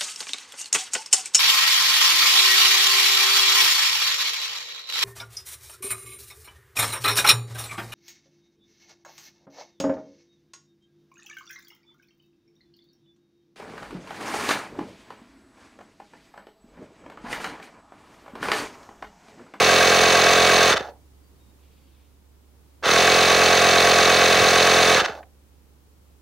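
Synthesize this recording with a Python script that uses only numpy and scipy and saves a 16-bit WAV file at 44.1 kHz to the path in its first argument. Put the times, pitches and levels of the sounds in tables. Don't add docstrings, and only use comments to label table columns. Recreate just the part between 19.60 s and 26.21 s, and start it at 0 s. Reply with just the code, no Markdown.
import sys
import numpy as np
from scipy import signal
from scipy.fft import rfft, irfft, next_fast_len
from scipy.io import wavfile
from scipy.ndimage import uniform_filter1d, map_coordinates

SR = 44100
rng = np.random.default_rng(int(sys.argv[2]) if len(sys.argv) > 2 else 0)


def dump(signal):
    limited = np.clip(np.atleast_2d(signal).T, -1, 1)
    pcm = np.round(limited * 32767).astype(np.int16)
    wavfile.write(sys.argv[1], SR, pcm)


def boost(x):
    u = np.asarray(x, float) / 20
    return 10 ** u


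N = 291501
TIME = np.arange(N) / SR
WHEEL, PINION = 46, 10
CYCLE = 5
ALL_TURNS = 146

# on_s, full_speed_turns_per_s, off_s, coasting_time_constant_s
MOTOR_RUNS = [
    (-1, 43.9161, 1.1007, .0795),
    (3.2257, 44.0357, 5.3554, .0950),
]
DRAG = .0947


def unit(x):
    return x / np.sqrt(np.mean(x[..., :SR] ** 2) + 1e-20)


def along(points, hz):
    f, v = np.transpose(points)
    return np.interp(np.log(hz + 1), np.log(f + 1), v)


def wobble(rate):
    coarse = TIME[::64]
    knots = rng.standard_normal(int(N * rate / SR) + 4)
    return np.interp(TIME, coarse, map_coordinates(knots, [coarse * rate]))


def filtered(x, response):
    m = 2 * next_fast_len(N // 2 + SR // 4)
    return irfft(rfft(x, m) * response(np.fft.rfftfreq(m, 1 / SR)), m)[..., :N]


def causal(db):
    c = irfft(np.log(boost(db)))
    c[1:len(c) // 2] *= 2
    c[len(c) // 2 + 1:] = 0
    return np.exp(rfft(c))


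def pulses(times, sizes):
    at = times * SR
    k = np.floor(at)[:, None] + np.arange(-7, 9)
    offset = k - at[:, None]
    w = np.sinc(offset) * np.cos(np.pi * offset / 16) ** 2
    slots = np.where(k < 0, N, np.minimum(k, N)).astype(int)
    return np.bincount(slots.ravel(), (w * sizes[:, None]).ravel(), N + 1)[:N]


def ring(hz, width):
    t = TIME[:SR // 50]
    swell = np.e * np.pi * width * t * np.exp(-np.pi * width * t)
    return swell * np.sin(2 * np.pi * hz * t)


def turns():
    spin_up_s, sag_per_s = .0355, .1933
    first_turn = -.3703
    total = 1e-6
    for on, full, off, coast in MOTOR_RUNS:
        driven_s = np.clip(TIME, on, off) - on
        pull = (full - sag_per_s * driven_s) * (1 - np.exp(-driven_s / spin_up_s))
        coasting = (1 + DRAG) * np.exp(-np.maximum(TIME - off, 0) / coast) - DRAG
        total = total + pull * np.maximum(coasting, 0)
    return first_turn + np.cumsum(total) / SR


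def when(turn):
    return np.interp(turn, turns(), TIME, left=-1, right=TIME[-1] + 1)


def stall(run):
    return run[2] + run[3] * np.log(1 + 1 / DRAG)


def piston(speed):
    # multiple_of_running_speed, level_db
    intake = [(1, -25), (2, -13.5), (3, -15), (4, -11.5), (5, -11), (6, -17.5), (7, -12), (8, -10), (9, -5),
              (10, 0.5), (11, -7), (12, -0.5)]
    times = when(np.arange(ALL_TURNS)) - .0022
    colour = [(20, -60)] + [(43.7 * k, db) for k, db in intake]
    colour += [(570, -13), (620, -16), (660, -20), (760, -40), (1500, -60)]
    puff_db = -27.5 + rng.normal(0, 0.18, len(times))
    train = pulses(times, np.interp(times, TIME, speed) ** .75 * boost(puff_db))

    def mouth(hz):
        low = np.minimum(hz, 300)
        late = np.exp(-2j * np.pi * .012 * low * (1 - low / 600))
        return causal(along(colour, hz)) * late

    puffs = filtered(boost(57) * train, mouth)
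    ground = [(15, -40), (40, -11.5), (250, -16), (500, 3.5), (700, -29.5), (1500, -59.5)]
    rumble = unit(filtered(rng.standard_normal(N), lambda hz: boost(along(ground, hz))))
    return puffs + boost(-34.5) * speed * rumble


def housing(hz):
    # pitch_hz, width_hz, level_db
    resonances = [(1190, 230, -11.5), (1707, 81, -12.5), (1990, 230, -8), (2248, 36, -6.5),
                  (2560, 40, -4.5), (2705, 83, -6), (3045, 42, -4), (3550, 100, -4.5), (3900, 380, -15.5),
                  (4140, 63, -12.5), (4415, 180, -9.5), (4790, 64, -13.5), (5500, 140, -13.5),
                  (6210, 380, -14), (8690, 300, -26.5), (9600, 250, -23), (10770, 350, -26.5),
                  (14450, 300, -30), (15600, 250, -30.5)]
    # frequency_hz, level_db_per_hz
    casing = [(400, -22), (700, -5.5), (925, -13), (1100, -9), (1620, -17), (2400, -12.5), (3230, -14),
              (3930, -13), (5200, -19.5), (6250, -19.5), (7400, -20), (8300, -24.5), (12700, -47.5),
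              (15500, -36)]
    modes = 0
    for c, w, db in resonances:
        modes = modes + boost(2 * db) * (hz * w) ** 2 / ((c * c - hz * hz) ** 2 + (hz * w) ** 2)
    broad = boost(2 * np.maximum(along(casing, hz) - 2.5, -70))
    return causal(10 * np.log10(modes * np.clip(hz / 600, 0, 1) ** 4 + broad))


def effort(crank):
    coast_turns = [-2.2, -1.25, -.7, -.44, -.32, -.23, -.07, .1, .27]
    coast_db = [-1, 1, -12.5, -3.5, -1, -24, -12.5, -17.5, -22.5]
    lead_s, mesh_s = .0015, .028
    level_db, rest = np.zeros(N), np.zeros(N)
    for run in MOTOR_RUNS:
        since_s = TIME - run[0] + lead_s
        on = TIME > run[0] - lead_s
        last = np.floor(np.interp(stall(run), TIME, crank))
        mesh = 1 - np.exp(-np.maximum(since_s, 1e-5) / mesh_s)
        level_db[on] = (np.interp(crank - last, coast_turns, coast_db) + 20 * np.log10(mesh))[on]
        rest[on] = np.maximum(TIME - stall(run), 0)[on]
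    return level_db, rest


def band(x, lo_hz, hi_hz):
    return unit(filtered(x, lambda hz: 1 / np.sqrt((1 + (lo_hz / (hz + 1)) ** 12) * (1 + (hz / hi_hz) ** 12))))


def gears(crank, speed):
    # running_db, share_of_effort, duller_when_slow_db, lost_at_rest_db_per_s
    gear_levels = [
        (-19, 0.94, 3, 450),
        (-20.5, 1.05, 5.5, 900),
        (-24.5, 1.05, 8, 700),
        (-20, .8, 2.5, 279),
    ]
    # frequency_hz, level_db_per_hz
    hollow = [(150, -29), (300, -15.5), (520, -6), (730, -3.5), (870, -8), (1000, -18.5), (1500, -49.5)]
    per_tooth = 4
    per_turn = WHEEL * per_tooth
    hit = np.arange(-per_turn, ALL_TURNS * per_turn)
    wheel = rng.standard_normal((3, per_turn))[:, hit % per_turn]
    pinion = rng.standard_normal((2, PINION * per_tooth))[:, hit % (PINION * per_tooth)]
    luck = rng.standard_normal((len(hit), 2))
    size = .6 * wheel[0] + .35 * pinion[0] + .5 * wheel[1] * pinion[1] + .4 * luck[:, 0]
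    times = when((hit + .3 * wheel[2]) / per_turn) + 14e-6 * luck[:, 1]
    taps = pulses(times, size * (times > 0))
    taps /= np.sqrt(np.abs(uniform_filter1d(taps ** 2, size=900)) + 0.016)
    hiss = rng.standard_normal(N) * boost(1.7 * wobble(300))

    load = 0.9 * np.cos(2 * np.pi * (crank - .72))
    knocking = taps + .35 * hiss
    mixes = np.array([knocking * boost(1.3 * load), knocking * boost(2 * load), (taps + 1.2 * hiss) * boost(1.2 * load)])
    soft, firm, airy = filtered(mixes, housing)

    sharp, rest = effort(crank)
    even = uniform_filter1d(np.maximum(sharp, -30), size=1800, mode="nearest")
    even = np.minimum(even, sharp + 9)
    levels = []
    for (db, share, dull_db, dies), push in zip(gear_levels, [sharp, sharp, sharp, even]):
        levels.append(db + share * push - dull_db * (1 - speed) - dies * rest)
    low_db, mid_db, treble_db, bass_db = levels

    fizz = band(airy, 4600, 20000)
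    top = filtered(fizz, lambda hz: 1 / (1 + (7500 / (hz + 1)) ** 6))
    fizz = fizz - (1 - speed ** 1.1) * top
    shell = unit(filtered(soft, lambda hz: np.exp(-((hz - 1500) / 260) ** 2)))
    body = np.sqrt(0.23 + .75 * speed) * band(soft, 950, 1700) + np.sqrt(.75 - .75 * speed) * shell
    low = boost(low_db - 3.0 * speed) * body
    mid = boost(mid_db - 2.0 * speed) * band(firm, 2000, 4200)
    treble = boost(treble_db - 1.6 * speed) * fizz
    boom = unit(filtered(hiss, lambda hz: boost(along(hollow, hz))))
    return low + mid + treble + boost(bass_db - 9 * speed ** 2) * boom


def motor(crank, speed):
    # multiple_of_motor_speed, added_multiple_of_crank_speed, rms_db
    shaft_tones = [(1, 0, -48), (3, -1, -37), (3, 0, -32), (3, 1, -31), (3, 2, -31), (3, 3, -39),
                   (0, 16, -30), (0, 17, -35), (0, 18, -39), (0, 19, -38), (4, -2, -34), (4, 0, -39),
                   (4, 7, -40), (6, -11, -37), (6, -2, -40), (6, 0, -37), (8, -11, -38), (8, -8, -37),
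                   (0, 26, -40), (0, 29, -37), (6, 8, -39), (8, -1, -39), (0, 37, -31), (6, 9, -40),
                   (8, 0, -42), (9, -4, -40), (9, -1, -40), (0, 39, -36), (0, 52, -39.5), (6, 30, -37)]
    tones = 0
    for m, k, db in shaft_tones:
        level = boost(db + 3 + wobble(6))
        cycles = (m * WHEEL / PINION + k) * crank + rng.random()
        tones = tones + level * np.sin(2 * np.pi * cycles + .2 * wobble(9))
    since = np.min([np.where(TIME > on, TIME - on, np.inf) for on, *_ in MOTOR_RUNS], axis=0)
    return tones * speed ** 5.0 * (1 - np.exp(-since / 0.1))


def valves(speed):
    # share_of_turn_after_puff, pitch_hz, width_hz, peak_db
    slaps = [(.45, 3900, 400, -22), (.58, 2553, 350, -27.5), (.56, 6270, 400, -22), (0.662, 4224, 450, -18),
             (0.681, 5860, 400, -22), (0.784, 1617, 121.9, -27.5), (0.849, 3887, 450, -17)]
    turn, out = np.arange(ALL_TURNS), np.zeros(N)
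    for angle, hz, width, db in slaps:
        repeating_db = 2.2 * rng.standard_normal(CYCLE)[turn % CYCLE]
        size = boost(db + repeating_db + 1.5 * rng.standard_normal(len(turn)))
        times = when(turn + angle) + 25e-6 * rng.standard_normal(len(turn))
        out += signal.oaconvolve(pulses(times, size), ring(hz, width))[:N]
    return out * speed ** 2


def proud_tooth(speed):
    stretches = [
        (3.78, 48),
        (54.78, 143),
    ]
    # pitch_hz, width_hz, peak_db
    shell_ring = (1625, 190, -12.5)
    hz, width, db = shell_ring
    times = when(np.concatenate([np.arange(first, last, CYCLE) for first, last in stretches]))
    size = boost(db + 1.8 * rng.standard_normal(len(times)))
    return speed ** 2 * signal.oaconvolve(pulses(times, size), ring(hz, width))[:N]


def traffic_and_hiss():
    # frequency_hz, level_db_per_hz
    floor = [(15, -43.5), (25, -7), (36, -9.5), (50, -3), (100, -4), (190, -8), (390, -10.5), (660, -19),
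             (930, -18.5), (1700, -25.5), (8000, -29.5), (15800, -30)]
    # frequency_hz, likeness_0_to_1
    likeness = [(60, 0.6), (130, 0.35), (290, 0.54), (1400, 0.15), (3100, 0.045), (7000, 0)]

    def middle_and_side(hz):
        angle = np.arccos(np.clip(along(likeness, hz), 0, 1)) / 2
        return boost(along(floor, hz)) * [np.cos(angle), np.sin(angle)]

    mid, side = filtered(rng.standard_normal((2, N)), middle_and_side)
    return boost(-58.5 + .6 * wobble(2.5)) * unit(np.array([mid + side, mid - side]))


def hum():
    # pitch_hz, rms_db, left_minus_right_db
    hum_tones = [(70.303, -55.5, -6), (286, -73, -1.5)]
    out = np.zeros((2, N))
    for hz, db, pan_db in hum_tones:
        level = boost(db + 1.5 + .5 * wobble(8) + np.array([[.5], [-.5]]) * pan_db)
        out += level * np.sin(2 * np.pi * hz * TIME + .2 * wobble(7))
    return out


def settling():
    # start_s, peak_db, fade_by_60_db_s, top_hz
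    rattles = [
        (1.357, -50, .1, 900),
        (5.629, -42, .05, 2100),
    ]
    out, t = np.zeros(N), TIME[:SR // 8]
    for s, db, t60, top_hz in rattles:
        rattle = boost(db + 11 - 60 * t / t60) * (t < t60 / 4) * rng.standard_normal(len(t))
        sos = signal.butter(3, [400, top_hz], "band", fs=SR, output="sos")
        out[round(s * SR):][:len(t)] += signal.sosfilt(sos, rattle)
    return out


def bird():
    # start_s, length_s, pitch_hz, level_db
    song = [
        (1.628, .065, 4672, -78.5),
        (1.75, .03, 4660, -80),
        (1.79, 0.1387, 3740, -77),
        (2.11, .19, 4608, -82),
        (2.31, .075, 3740, -82),
        (2.417, .05, 3740, -83.5),
    ]
    out = np.zeros(N)
    for s, length, hz, db in song:
        note = np.clip(np.minimum(TIME - s, (s + length - TIME) / 2) / .008, 0, 1)
        level = boost(db + 5.5 + 1.5 * wobble(40))
        out += level * note * np.sin(2 * np.pi * hz * TIME + 0.72 * wobble(60))
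    return out


def leaves():
    # time_s, level_db
    rustle = [(1.9, -100), (2.03, -72), (2.2, -74), (2.4, -71.5), (2.55, -81), (2.7, -100)]
    s, db = np.transpose(rustle)
    flutter = rng.standard_normal(N) * boost(2 * wobble(60))
    dry_leaves = filtered(flutter, lambda hz: np.exp(-(np.log((hz + 1) / 2900) / .45) ** 2))
    return boost(np.interp(TIME, s, db)) * unit(dry_leaves)


def camera_bumps():
    # time_s, peak_db, pitch_hz
    bumps = [
        (4.765, -33.5, 167.6),
        (4.82, -26, 118.7),
    ]
    out = np.zeros(N)
    for s, db, hz in bumps:
        out += boost(db) * np.exp(-((TIME - s) / 0.014) ** 2) * np.sin(2 * np.pi * hz * TIME)
    return out


def spread(x):
    # frequency_hz, left_minus_right_db
    lean = [(60, -0.8), (200, 0.2), (380, -3), (700, -2), (1290, -1.9), (2400, -1.3), (8000, 0.5),
            (15000, -3.5)]
    # frequency_hz, level_db
    scatter = [(30, -10), (60, -34), (300, -17.5), (1400, -17), (3100, -14), (7000, -10.5), (10000, -9),
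               (14000, -14)]
    echo = rng.standard_normal(SR // 4) * boost(-60 * TIME[:SR // 4] / .13)
    echoed = signal.fftconvolve(x, echo / np.linalg.norm(echo))[:N]
    side = filtered(echoed, lambda hz: boost(along(scatter, hz)))
    direct = filtered(x, lambda hz: boost(np.outer([.5, -.5], along(lean, hz))))
    return direct + [side, -side]


def scene():
    crank = turns()
    smooth_crank = uniform_filter1d(crank, size=1000, mode="nearest")
    speed = np.clip(np.gradient(smooth_crank) * SR / 43.5, 0, 1)
    speed[:SR // 20] = 1
    machine = piston(speed) + gears(crank, speed) + motor(crank, speed) + valves(speed) + proud_tooth(speed)
    near = spread(machine + settling() + camera_bumps())
    return near + traffic_and_hiss() + hum() + bird() + leaves()


def low_pass(x):
    return signal.sosfilt(signal.butter(12, 16810, fs=SR, output="sos"), x)


def record(dry):
    soft = dry / (1 + np.abs(dry / .8) ** 5) ** (1 / 5)
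    return low_pass(filtered(soft, lambda hz: hz < 15780))


dry = scene()
out = record(dry)
dump(out)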